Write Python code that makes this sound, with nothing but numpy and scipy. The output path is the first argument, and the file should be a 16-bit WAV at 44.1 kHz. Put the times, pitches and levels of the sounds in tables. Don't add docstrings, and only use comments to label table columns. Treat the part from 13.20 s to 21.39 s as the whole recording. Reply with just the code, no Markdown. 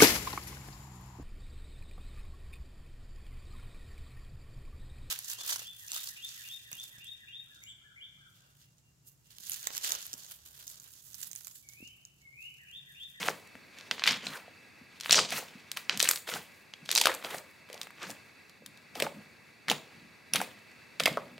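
import sys
import numpy as np
from scipy import signal
from scipy.fft import rfft, irfft
from scipy.io import wavfile

SR = 44100
rng = np.random.default_rng(int(sys.argv[2]) if len(sys.argv) > 2 else 0)


def magnitude_from_level(level_db):
    exponent = np.asarray(level_db, float) / 20
    return 10 ** exponent


def store_pcm(level_fs):
    pcm = np.round(np.clip(level_fs, -1, 1) * 32767).astype(np.int16)
    wavfile.write(sys.argv[1], SR, np.atleast_2d(pcm).T)


N = 361179


def rms_one(x):
    return x / np.sqrt(np.mean(x ** 2) + 1e-20)


def at_hz(points, hz):
    known_hz, values = np.array(points)[:, 0], np.array(points)[:, 1]
    return np.interp(np.log(np.maximum(hz, 1)), np.log(known_hz), values)


def highpass(x, order, hz):
    return signal.sosfilt(signal.butter(order, hz, "high", fs=SR, output="sos"), x)


def band(x, low_hz, high_hz):
    edges = [low_hz, min(high_hz, .45 * SR)]
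    return signal.sosfilt(signal.butter(2, edges, "band", fs=SR, output="sos"), x)


def ring(x, hz, t60):
    r = magnitude_from_level(-60 / (t60 * SR))
    w = 2 * np.pi * hz / SR
    return signal.lfilter([0, np.sin(w)], [1, -2 * r * np.cos(w), r * r], x + 1e-18)


def drift(rate):
    knots = rng.standard_normal(N // 100)
    return np.interp(np.arange(N) * rate / SR, np.arange(len(knots)), knots)


def grains(pitches_hz, centre_hz, octaves, per_s, spread_db, cycles, wash):
    sizes = magnitude_from_level(spread_db * np.minimum(rng.exponential(1, N), 4)) * rng.choice([-1, 1], N)
    clicks = rms_one(sizes * (rng.random(N) < per_s / SR))
    dealt = rng.integers(0, len(pitches_hz), N)
    white = rng.standard_normal((2, N))
    out, power = 0, 0
    for k, hz in enumerate(pitches_hz):
        nearness = np.exp(-(np.log2(hz / centre_hz) / octaves) ** 2 / 2)
        share = nearness * magnitude_from_level(2.6 * drift(60))
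        push = clicks * (dealt == k) + wash * white[k % 2]
        ringing = band(ring(push, hz, cycles / hz), 0.5 * hz, 1.66 * hz)
        out = out + share * rms_one(ringing)
        power = power + share ** 2
    return out / np.sqrt(power)


def effort(s, hold, level_db, rise, fall, build_db):
    settle_db, settle_db_per_s, rest_db = -20.5, 43, -76.5
    t = np.arange(0, N + 44, 44) / SR
    columns = (s, np.maximum(hold, 1e-3), level_db, rise)
    s, hold, level_db, rise = [np.reshape(c, (-1, 1)) for c in columns]
    after = np.maximum(t - s - hold, 0)
    swell_db = build_db * np.clip(1 - (t - s) / hold, 0, 1)
    db = level_db - rise * np.maximum(s - t, 0) - swell_db
    settling = magnitude_from_level(2 * (settle_db - settle_db_per_s * after))
    power = magnitude_from_level(2 * db) * (magnitude_from_level(-2 * fall * after) + settling)
    total_db = 10 * np.log10(power.sum(axis=0) + magnitude_from_level(2 * rest_db))
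    return np.interp(np.arange(N) / SR, t, total_db)


def quiet():
    # (pitch [Hz], level [dB per Hz])
    air_colour = [(18, -54), (30, -42), (86, -3.5), (239, -2.5), (280, -5), (364, -5), (702, -9.5),
                  (1350, -10), (2540, -5), (3140, -22.5), (4530, -16.5), (5170, -19), (16000, -31.5)]
    # (pitch [Hz], width [Hz], level [dB])
    fan_tones = [(1640, 29, -9.5), (1970, 76, -12.5), (2240, 74, -13.5), (2641, 43, -6.5),
                 (3500, 140, -6.5), (3940, 88, -4.5), (4460, 81, -4), (4750, 60, -11)]
    # (pitch [Hz], likeness [0 to 1])
    likeness = [(60, 0.87), (400, 0.35), (3100, 0.84), (15000, 0.77)]
    hz = np.arange(N // 2 + 1) * SR / N
    whirr = sum(magnitude_from_level(level_db + 13.5) / (1 + (2 * (hz - f) / width) ** 2) for f, width, level_db in fan_tones)
    alike = np.clip(at_hz(likeness, hz), 0, 1)
    mid, side = rfft(rng.standard_normal((2, N)))
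    both = np.sqrt(1 + alike) * mid + np.sqrt(1 - alike) * side * [[1], [-1]]
    air = irfft(both * magnitude_from_level(at_hz(air_colour, hz)) * (1 + whirr), N)
    return magnitude_from_level(-56.5 + 0.8 * drift(2.94) + 0.77 * drift(27.0)) * rms_one(air)


def room(x):
    # (pitch [Hz], time to fall 60 dB [s])
    room_t60 = [(150, 0.45), (600, 0.4), (1500, 0.27), (12000, 0.3)]
    t = np.arange(SR // 2) / SR
    edges = 90 * 2. ** np.arange(8.6)
    white = rng.standard_normal((2, len(t)))
    tail = 0
    for low, high in zip(edges, edges[1:]):
        tail = tail + band(white, low, high) * magnitude_from_level(-60 * t / at_hz(room_t60, 1.96 * low))
    tail = tail * np.clip((t - .003) / 0.0039, 0, 1)
    shared = tail + 1.8 * tail.mean(axis=0)
    shared = shared / np.sqrt(np.sum(shared ** 2) / 2)
    return signal.fftconvolve(x[None], shared, axes=1)[:, :N]


def wall_echo(slime):
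    lag = round(.0084 * SR)
    slime[:, lag:] += magnitude_from_level(-21) * band(slime[::-1, :-lag], 490, 16000)
    return slime


def nearby(x):
    t = np.arange(400)
    echoes = band(rng.standard_normal(400), 1500, 15000) * np.exp(-t / 60.0) * (t > 30)
    echoes = [[1], [-1]] * echoes / np.sqrt(np.sum(echoes ** 2))
    return x + magnitude_from_level(-16.5) * signal.fftconvolve(x, echoes, axes=1)[:, :N]


def table(push):
    # (pitch [Hz], level [dB], time to fall 60 dB [s])
    modes = [(528, -54, .16), (590, -53, .1), (470, -55, .1)]
    return sum(magnitude_from_level(level_db) * ring(push, hz, t60) for hz, level_db, t60 in modes)


def knocks():
    # (time [s], level [dB])
    knuckles = [
        (3.858, -35),
        (3.871, -29.5),
        (3.9, -37),
        (4.145, -41),
        (5.828, -32),
        (7.973, -36),
    ]
    clicks = np.zeros(N)
    for s, level_db in knuckles:
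        clicks[round(s * SR)] = magnitude_from_level(level_db)
    return ring(clicks, 527., .2)


def thuds():
    # (time [s], hold [s], level [dB])
    landings = [(0.0, 0.086, -49.5), (0.722, .01, -56), (0.878, 0.059, -45.5), (1.052, 0.044, -51),
                (1.913, 0.1, -48), (2.116, 0.025, -50), (2.703, 0.16, -55.5), (3.133, 0.026, -50.5),
                (3.63, 0.14, -62.5), (4.06, 0.13, -61.5), (4.547, 0.015, -66), (4.85, 0.054, -56.5),
                (5.43, 0.032, -57.5), (5.777, 0.072, -49.5), (5.95, .04, -53.5), (6.514, 0.0077, -39.5),
                (6.764, 0.096, -56.5), (7.157, 0.045, -43.5), (7.822, 0.086, -43.5), (7.975, 0.25, -55)]
    thud_db = effort(*np.transpose(landings), rise=459, fall=263.5, build_db=0)
    top = rms_one(band(band(rng.standard_normal(N), 133, 390), 117, 248))
    deep = rms_one(band(rng.standard_normal(N), 23, 140))
    return magnitude_from_level(thud_db - 0.5 + 4.7 * drift(35)) * top, magnitude_from_level(thud_db - 17.5) * deep


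def kneading():
    # (time [s], hold [s], film crackle [dB], spray hiss [dB], squelch [dB])
    kneads = [(0.0, 0.089, -36, -38.5, -30), (0.556, 0.12, -54, -63, -51), (0.787, 0.068, -46, -70, -47),
              (0.874, 0.012, -31, -52, -33), (1.038, .13, -41, -46, -39), (1.72, 0.063, -58, -66.5, -60),
              (1.847, 0.01, -43, -43, -56), (1.935, .025, -24, -42, -41), (1.958, 0.021, -20.5, -40, -21),
              (2.118, 0.066, -34.5, -39, -31.5), (2.808, 0.13, -38, -33.5, -37.5),
              (3.719, 0.1, -38, -38, -36.5), (3.807, 0.043, -31, -41, -40),
              (4.514, 0.12, -54.5, -56, -45.5), (4.827, 0.0069, -36, -50, -34.5),
              (4.887, 0.016, -46.5, -45, -41)]
    # (time [s], hold [s], crackle
    # [dB], spray [dB], squelch [dB])
    sudden_strokes = [(0.718, 0.011, -45, -50, -37), (0.874, 0.037, -26.5, -46, -30),
                      (3.074, 0.082, -36, -37.5, -34.5), (3.863, 0.037, -29.5, -40, -24.5),
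                      (4.041, 0.11, -40, -41, -33.5), (2.567, 0.0042, -38.5, -44.5, -44),
                      (2.699, 0.042, -36, -65.5, -35.5), (5.751, 0.052, -47, -46, -36),
                      (5.825, 0.0048, -37, -44.5, -25), (6.488, 0.019, -32.5, -44, -24.5),
                      (7.14, 0.025, -31, -41, -33), (7.201, 0.021, -40.5, -46, -32),
                      (7.801, 0.0048, -33.5, -39, -54), (7.873, 0.0057, -34.5, -45, -30),
                      (7.972, 0.0042, -58, -83, -28.5)]
    # (time [s], pitch [Hz], spread [octaves])
    film_pitch = [(0.0, 3320, 0.94), (.9, 3340, 0.74), (.98, 2880, 0.53), (1.06, 3360, 0.9),
                  (1.17, 1940, 1.06), (1.87, 3000, 0.84), (1.92, 4500, 0.79), (1.96, 5270, .4),
                  (2.0, 4700, .45), (2.07, 4270, .5), (2.13, 3080, 1), (3.2, 2620, 1.1),
                  (3.801, 5170, 0.77), (3.85, 4000, .75), (3.89, 1960, 1), (4.85, 2350, 1.34),
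                  (6.5, 3220, .7), (7.85, 2650, 0.77)]
    s, hold, film_db, spray_db, squelch_db = np.transpose(kneads + sudden_strokes)
    rise = [414] * len(kneads) + [2500] * len(sudden_strokes)
    film_db = effort(s, hold, film_db, rise, fall=260, build_db=0)
    spray_db = effort(s, hold, spray_db, rise, fall=318, build_db=7)
    squelch_db = effort(s, hold, squelch_db, rise, fall=222.5, build_db=3.5)
    knots, pitch, spread = np.transpose(film_pitch)
    t = np.arange(N) / SR
    film_hz = np.interp(t, knots, pitch)
    film_octaves = np.interp(t, knots, np.clip(spread, .3, 1.5))
    film = grains(np.geomspace(1200, 6700, num=12), film_hz, film_octaves,
                  per_s=3500, spread_db=3.6, cycles=10., wash=.3)
    spray = grains(np.geomspace(8500, 15000, num=5), 10500, .5, per_s=3000, spread_db=4, cycles=2.5, wash=0.4)
    squelch = grains(np.geomspace(480, 1200, num=6), 700, .9, per_s=900, spread_db=2.5, cycles=7.0, wash=.45)
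    lump = drift(110)
    film = magnitude_from_level(film_db - 2.5 + 2.2 * lump) * film
    spray = magnitude_from_level(spray_db - 6.0 + 1.8 * lump + 2.5 * drift(30)) * spray
    squelch = magnitude_from_level(squelch_db - 12.5 + 2.4 * drift(76)) * squelch
    return film + spray, squelch


def plops():
    # (time [s], level [dB], hole pitch [Hz])
    hollows = [(0.076, -47, 685), (0.086, -42, 990), (0.353, -52, 596), (1.068, -38.5, 666),
               (1.28, -44, 630), (1.895, -34, 625), (1.927, -27.5, 685), (1.99, -23, 1210),
               (2.124, -30, 680), (2.828, -31.5, 580), (2.9112, -23, 1500), (3.089, -36, 610),
               (3.161, -36, 766), (3.76, -33.5, 825), (3.777, -32, 945), (3.814, -25, 890),
               (3.855, -24, 633), (3.87, -21.5, 720), (4.049, -32, 644), (4.146, -30.5, 666),
               (5.757, -36, 726), (5.823, -22.5, 553), (5.869, -28, 780), (6.514, -21, 790),
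               (7.148, -31.5, 635), (7.215, -25, 760), (7.804, -26, 610), (7.859, -23, 607),
               (7.879, -21.5, 616), (7.972, -23.5, 614),
               (.711, -44, 600), (3.876, -31, 580), (3.89, -39, 570), (7.872, -24, 1140), (5.421, -51, 520),
             (8.18, -46, 570), (2.227, -40, 760), (2.9, -49.5, 580), (4.5, -43, 530), (4.541, -41, 560),
             (4.552, -43.5, 760), (7.9, -50, 184), (3.691, -40.5, 560), (4.897, -38, 680),
             (7.203, -32, 870), (7.979, -30, 1040), (5.805, -32, 600), (0.104, -39, 510),
             (2.889, -33, 1170)]
    # (time [s], level [dB], pitch [Hz])
    touches = [
        (0.349, -50, 205),
        (1.611, -50, 205),
        (2.351, -47, 193),
        (5.424, -59, 172),
    ]
    out = np.zeros(N + 2000)
    t = np.arange(2000) / SR
    for s, level_db, hz in hollows + touches:
        swell = (1 - np.exp(-t * hz * 1.39)) * np.exp(-t * hz / 1.35)
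        at = round(s * SR)
        out[at:at + len(t)] += magnitude_from_level(level_db + 12) * swell * np.sin(2 * np.pi * hz * t * (0.96 + 12 * t))
    return out[:N]


def chirps():
    # (time [s], peak [dB], pitch [Hz], swell [ms])
    whistles = [(0.0993, -33, 640, 1.3), (0.894, -27, 3970, .9), (.9085, -25, 5200, .9),
                (1.067, -27, 3920, 1.5), (1.154, -38, 1480, 1.5), (1.177, -42, 885, 1.2),
                (1.8949, -18.5, 3700, 0.49), (1.956, -14, 5870, 0.76), (1.982, -19, 1320, 0.89),
                (2.123, -29.5, 1590, 0.87), (2.572, -32, 2500, .8), (2.8742, -24.5, 2860, 0.89),
                (2.8885, -18, 1900, .3), (2.8893, -7, 7550, 0.23), (2.8275, -7, 7400, 0.2),
                (3.7595, -12.5, 3900, .5), (6.4996, -29, 15200, .5), (2.912, -11, 13000, .3),
                (3.0885, -32, 1870, .8), (3.117, -34, 1350, 1.5), (3.1377, -35, 1350, 1.1),
                (3.166, -34, 1440, 1.5), (3.8135, -15.5, 3330, 0.56), (3.857, -14.5, 1530, 0.57),
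                (3.870, -11.5, 1250, 0.7), (3.895, -27, 1750, 1.7), (4.0466, -30, 3790, 0.96),
                (4.144, -42, 1090, 0.91), (4.838, -32.5, 1490, 1), (5.8225, -28, 2500, .7),
                (6.482, -25.5, 2150, 0.98), (6.4907, -25, 1900, 0.79), (6.4995, -16, 3170, 0.36),
                (6.4996, -20, 6800, 0.38), (6.5137, -19.5, 2720, 0.86), (7.1362, -19.5, 2630, 0.73),
                (7.136, -17, 5630, 0.45), (7.136, -14, 10050, 0.3), (7.1438, -23, 10600, .4),
                (7.165, -31, 2860, .9), (7.203, -26, 1360, 0.97), (7.802, -22, 1286, 1),
                (7.8596, -12, 2080, 1), (7.860, -17, 2490, 1.1), (7.8665, -23, 1970, .8),
                (7.8763, -18, 2100, .8), (7.972, -23.5, 1200, 1.06), (7.979, -35, 1230, 0.8)]
    out = np.zeros(N + 800)
    t = np.arange(800) / SR
    for s, peak_db, hz, swell_ms in whistles:
        at = round(s * SR)
        age = t * 1000 / max(swell_ms, .15)
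        whistle = np.sin(2 * np.pi * hz * t * (1 + 8 * t))
        out[at:at + len(t)] += magnitude_from_level(peak_db) * age * np.exp(1 - age) * whistle
    return out[:N]


def pockets():
    # (time [s], peak [dB], pocket pitch [Hz], spatter [dB])
    deep = [(0.0298, -15, 2500, -29), (0.0826, -16, 4220, -4), (0.0861, -7, 1260, -17),
            (0.712, -8, 3150, -4), (0.7815, -27, 1730, -15), (0.7956, -19.5, 3160, -11),
            (0.8211, -21, 1800, -4), (0.8286, -30, 2380, -9), (0.8385, -8, 3050, -4),
            (0.8589, -13, 2340, -9), (0.876, -1.5, 2850, -2.5), (0.8845, -13, 3000, -4),
            (1.0685, -19, 3940, -2), (1.847, -26, 3120, -21), (1.86, -16, 2140, -36),
            (1.9092, 0.5, 4380, -7.5), (1.9272, 2.5, 4560, -3), (1.9448, -2, 3020, -31),
            (1.9572, -12, 5800, -9), (1.9905, -6, 2400, -33), (2.6958, -4, 3040, -12),
            (3.0901, -22, 3200, 20), (3.5374, -27, 3140, -5), (3.7052, -16.5, 3800, 0),
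            (3.76, -9, 4540, -4), (3.7765, -5, 4900, -4), (4.1827, -26, 6300, -4),
            (5.8664, -22.5, 1290, -4), (6.4905, -16.5, 1750, -1), (7.861, -10.5, 3800, -4)]
    # (time [s], peak [dB], pocket pitch [Hz], spatter [dB])
    shallow = [(0.5865, -28.5, 3950, -13), (0.6105, -29.5, 3520, -30), (0.866, -13, 2920, -4),
               (1.801, -27, 4900, -9), (1.8096, -19, 4800, -7), (1.835, -25, 3670, -20),
               (1.9348, -8, 5070, -9), (2.8022, -2, 3950, -11.5), (2.8128, -11.5, 3750, -11),
               (2.8563, -14, 2650, -8), (2.8762, -16, 2800, -10), (2.9746, -22, 3870, -24),
               (3.139, -17.5, 4030, -13), (3.691, -15, 3070, -9), (3.7258, -16, 3790, -15),
               (4.0479, -18, 2780, -30), (4.5433, -29.5, 5600, -4), (4.578, -31, 3300, -20),
               (4.6149, -17.5, 4170, -9), (4.6707, -31, 1710, -2), (4.83, -26, 5800, -6),
               (4.9033, -24.5, 5900, -4), (5.7563, -32, 2720, -9), (6.4839, -14.5, 2740, -10),
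               (6.4994, -10, 3440, -4), (7.2023, -27, 1940, -5), (7.8029, -13, 2420, 0.5),
               (7.8362, -15.5, 4040, -3), (7.928, -28.5, 4200, -10), (7.9726, -25.5, 1450, -10)]
    # (time [s], peak [dB], pocket pitch [Hz], spatter [dB])
    blisters = [(1.8957, -19, 1500, -3), (1.9223, 0.5, 4800, -17.5), (2.1056, -21.5, 4460, -8),
                (2.1241, -20.5, 2920, -6), (2.5164, -14.5, 4600, -13), (2.5719, -18, 2730, -9),
                (2.7745, -15, 5310, -11), (2.7958, -17, 6930, -5), (2.8275, -4.5, 7040, -10),
                (2.8427, -16, 3400, 0), (2.8893, -1, 7700, -13.5), (2.912, -6.5, 5500, -7),
                (2.9593, -15.5, 5350, -6.5), (3.7144, -6, 4750, -10.5), (3.752, -4, 6550, -10),
                (3.8143, -8.5, 3940, -3), (3.8567, -2, 3350, -12.5), (3.8703, -4, 2540, -12),
                (3.9408, -22.5, 5920, -3), (4.5295, -27.5, 4500, -9), (5.4619, -27.5, 4220, -6),
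                (5.8007, -15.5, 2680, -5), (5.8227, -12.5, 2840, -5), (6.5141, -10.5, 2904, -10.5),
                (7.1361, -12.5, 5600, -4.5), (7.158, -9, 2630, -6), (7.215, -23, 1940, -1),
                (7.799, -8.5, 3430, -18), (7.8575, -4.5, 3160, -10), (7.8779, -18, 2470, -3)]
    # (time [s], peak [dB], pocket pitch [Hz], spatter [dB])
    ticks = [(.275, -38, 7380, -19), (.354, -33, 1530, -13), (.848, -25, 2600, 7), (2.2272, -48, 2360, -20),
             (3.655, -38, 5670, -2), (3.7285, -15, 4240, -11), (3.8381, -13.5, 4220, -16.5),
             (7.149, -20, 2970, -7), (4.5, -36, 2300, -2), (4.489, -40, 1800, -5), (4.632, -26, 5760, -9),
             (4.706, -34.5, 1470, 0), (5.296, -38, 3750, -6.5), (5.574, -40.5, 3580, 5),
             (7.515, -48, 6860, 22), (8.1804, -33, 2600, -18)]
    # (time [s], peak [dB], pocket pitch [Hz])
    cracks = [(0.8735, -16, 2800), (0.8796, -15, 3600), (.8975, -25, 3000), (.921, -17, 2800),
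              (0.941, -28, 2800), (.972, -29, 2800), (1.135, -40, 1500), (1.8416, -44, 2760),
              (1.8788, -37, 1720), (1.8832, -30.5, 1800), (1.889, -32, 5000), (1.905, -21, 2500),
              (1.9187, -15, 2700), (1.9286, -8, 6370), (1.994, -14, 4500), (2.1718, -29, 2070),
              (2.7705, -39, 1550), (2.835, -18, 3960), (2.8525, -17, 2500), (2.8672, -36, 4050),
              (2.9087, -21, 3440), (3.0983, -25, 2580), (3.159, -30, 1570), (3.6595, -32.5, 3700),
              (3.7682, -10, 7060), (3.7842, -7.5, 5200), (3.778, -5.5, 4500), (3.762, -20, 4000),
              (1.0408, -38, 2150), (1.135, -33, 3200), (3.0777, -31, 1490), (2.8042, -15, 4500),
              (2.846, -23, 12000), (2.897, -24, 9000), (6.508, -19, 6000), (5.754, -30, 3500),
              (7.9718, -32.5, 4200), (3.7999, -13, 5170), (3.8125, -10, 6000), (3.824, -20, 3620),
              (3.8505, -21, 4650), (3.9485, -25, 9990), (4.0258, -32, 1906), (4.0456, -28, 3620),
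              (4.1446, -26.5, 1910), (4.9117, -28, 7490), (4.921, -41, 1500), (5.7958, -32, 3440),
              (5.805, -21.5, 2500), (5.8093, -34, 2670), (6.5223, -22, 3190), (7.1652, -16.5, 2580),
              (7.2144, -23, 9500), (7.8035, -17, 2600)]
    cracks = [(s, peak_db, hz, -5.5) for s, peak_db, hz in cracks]
    kinds = [(deep, -29), (shallow, -16.5), (blisters, -9), (ticks, -13), (cracks, -17.5)]
    bursts = []
    for rows, treble_db in kinds:
        for s, peak_db, hz, spatter_db in rows:
            bursts.append((s, peak_db, hz, treble_db + 2 * np.log2(hz / 3000), spatter_db))
    return bursts


def pops():
    lead = 30
    out = np.zeros((2, N + 600))
    t = np.arange(-lead, 500) / SR
    fade = np.exp(-np.maximum(t, 0) / .0024) * (t > .0002)
    spike = np.diff(np.exp(-(t * 29000.0) ** 2), n=2, prepend=0, append=0)
    for s, peak_db, hz, treble_db, spatter_db in pockets():
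        turn = 5.82 * hz * t
        burst = -1.65 * turn * np.exp(-turn ** 2 / 2)
        burst = signal.lfilter(*signal.butter(1, min(0.2 * hz, 4000), "high", fs=SR), burst)
        needle = spike * magnitude_from_level(treble_db - 2.0)
        hiss, aside = rng.standard_normal((2, len(t)))
        hiss = hiss + 0.18 * aside * [[1], [-1]]
        spatter = rms_one(ring(band(hiss, 0.53 * hz, 1.96 * hz), hz, 3.6 / hz))
        spatter = spatter + magnitude_from_level(treble_db + 12.5) * fade ** 0.12 * band(hiss, 5100, 13400)
        spatter = magnitude_from_level(min(spatter_db - 3, -8.5)) * fade * spatter
        one = magnitude_from_level(peak_db - 1.5) * (burst + needle + spatter)
        pan_db = rng.normal(0.028, 0.9)
        one = one + 0.041 * np.roll(one, round(6 + 10 * abs(pan_db)), axis=1)
        at = round(s * SR) - lead
        out[:, at:at + len(t)] += one * magnitude_from_level(np.array([[pan_db], [-pan_db]]))
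    return highpass(out[:, :N], 1, 400)


def scene():
    crackle, squelch = kneading()
    thud, deep = thuds()
    holes = plops()
    wet = highpass(holes + squelch + thud, 3, 120)
    slime = pops() + chirps() + knocks() + crackle + deep + wet + table(holes + .4 * squelch)
    slime = wall_echo(slime)
    return nearby(slime) + magnitude_from_level(-11.0) * room(slime.mean(axis=0)) + quiet()


def band_limit(x):
    return signal.sosfilt(signal.butter(12, 16990, fs=SR, output="sos"), x)


def record(dry):
    held = .8 * np.tanh(dry / .8)
    x = signal.sosfilt(signal.cheby2(14, 70, 16750, fs=SR, output="sos"), held)
    mix = highpass(x, 3, 55)
    return band_limit(mix)


dry = scene()
out = record(dry)
store_pcm(out)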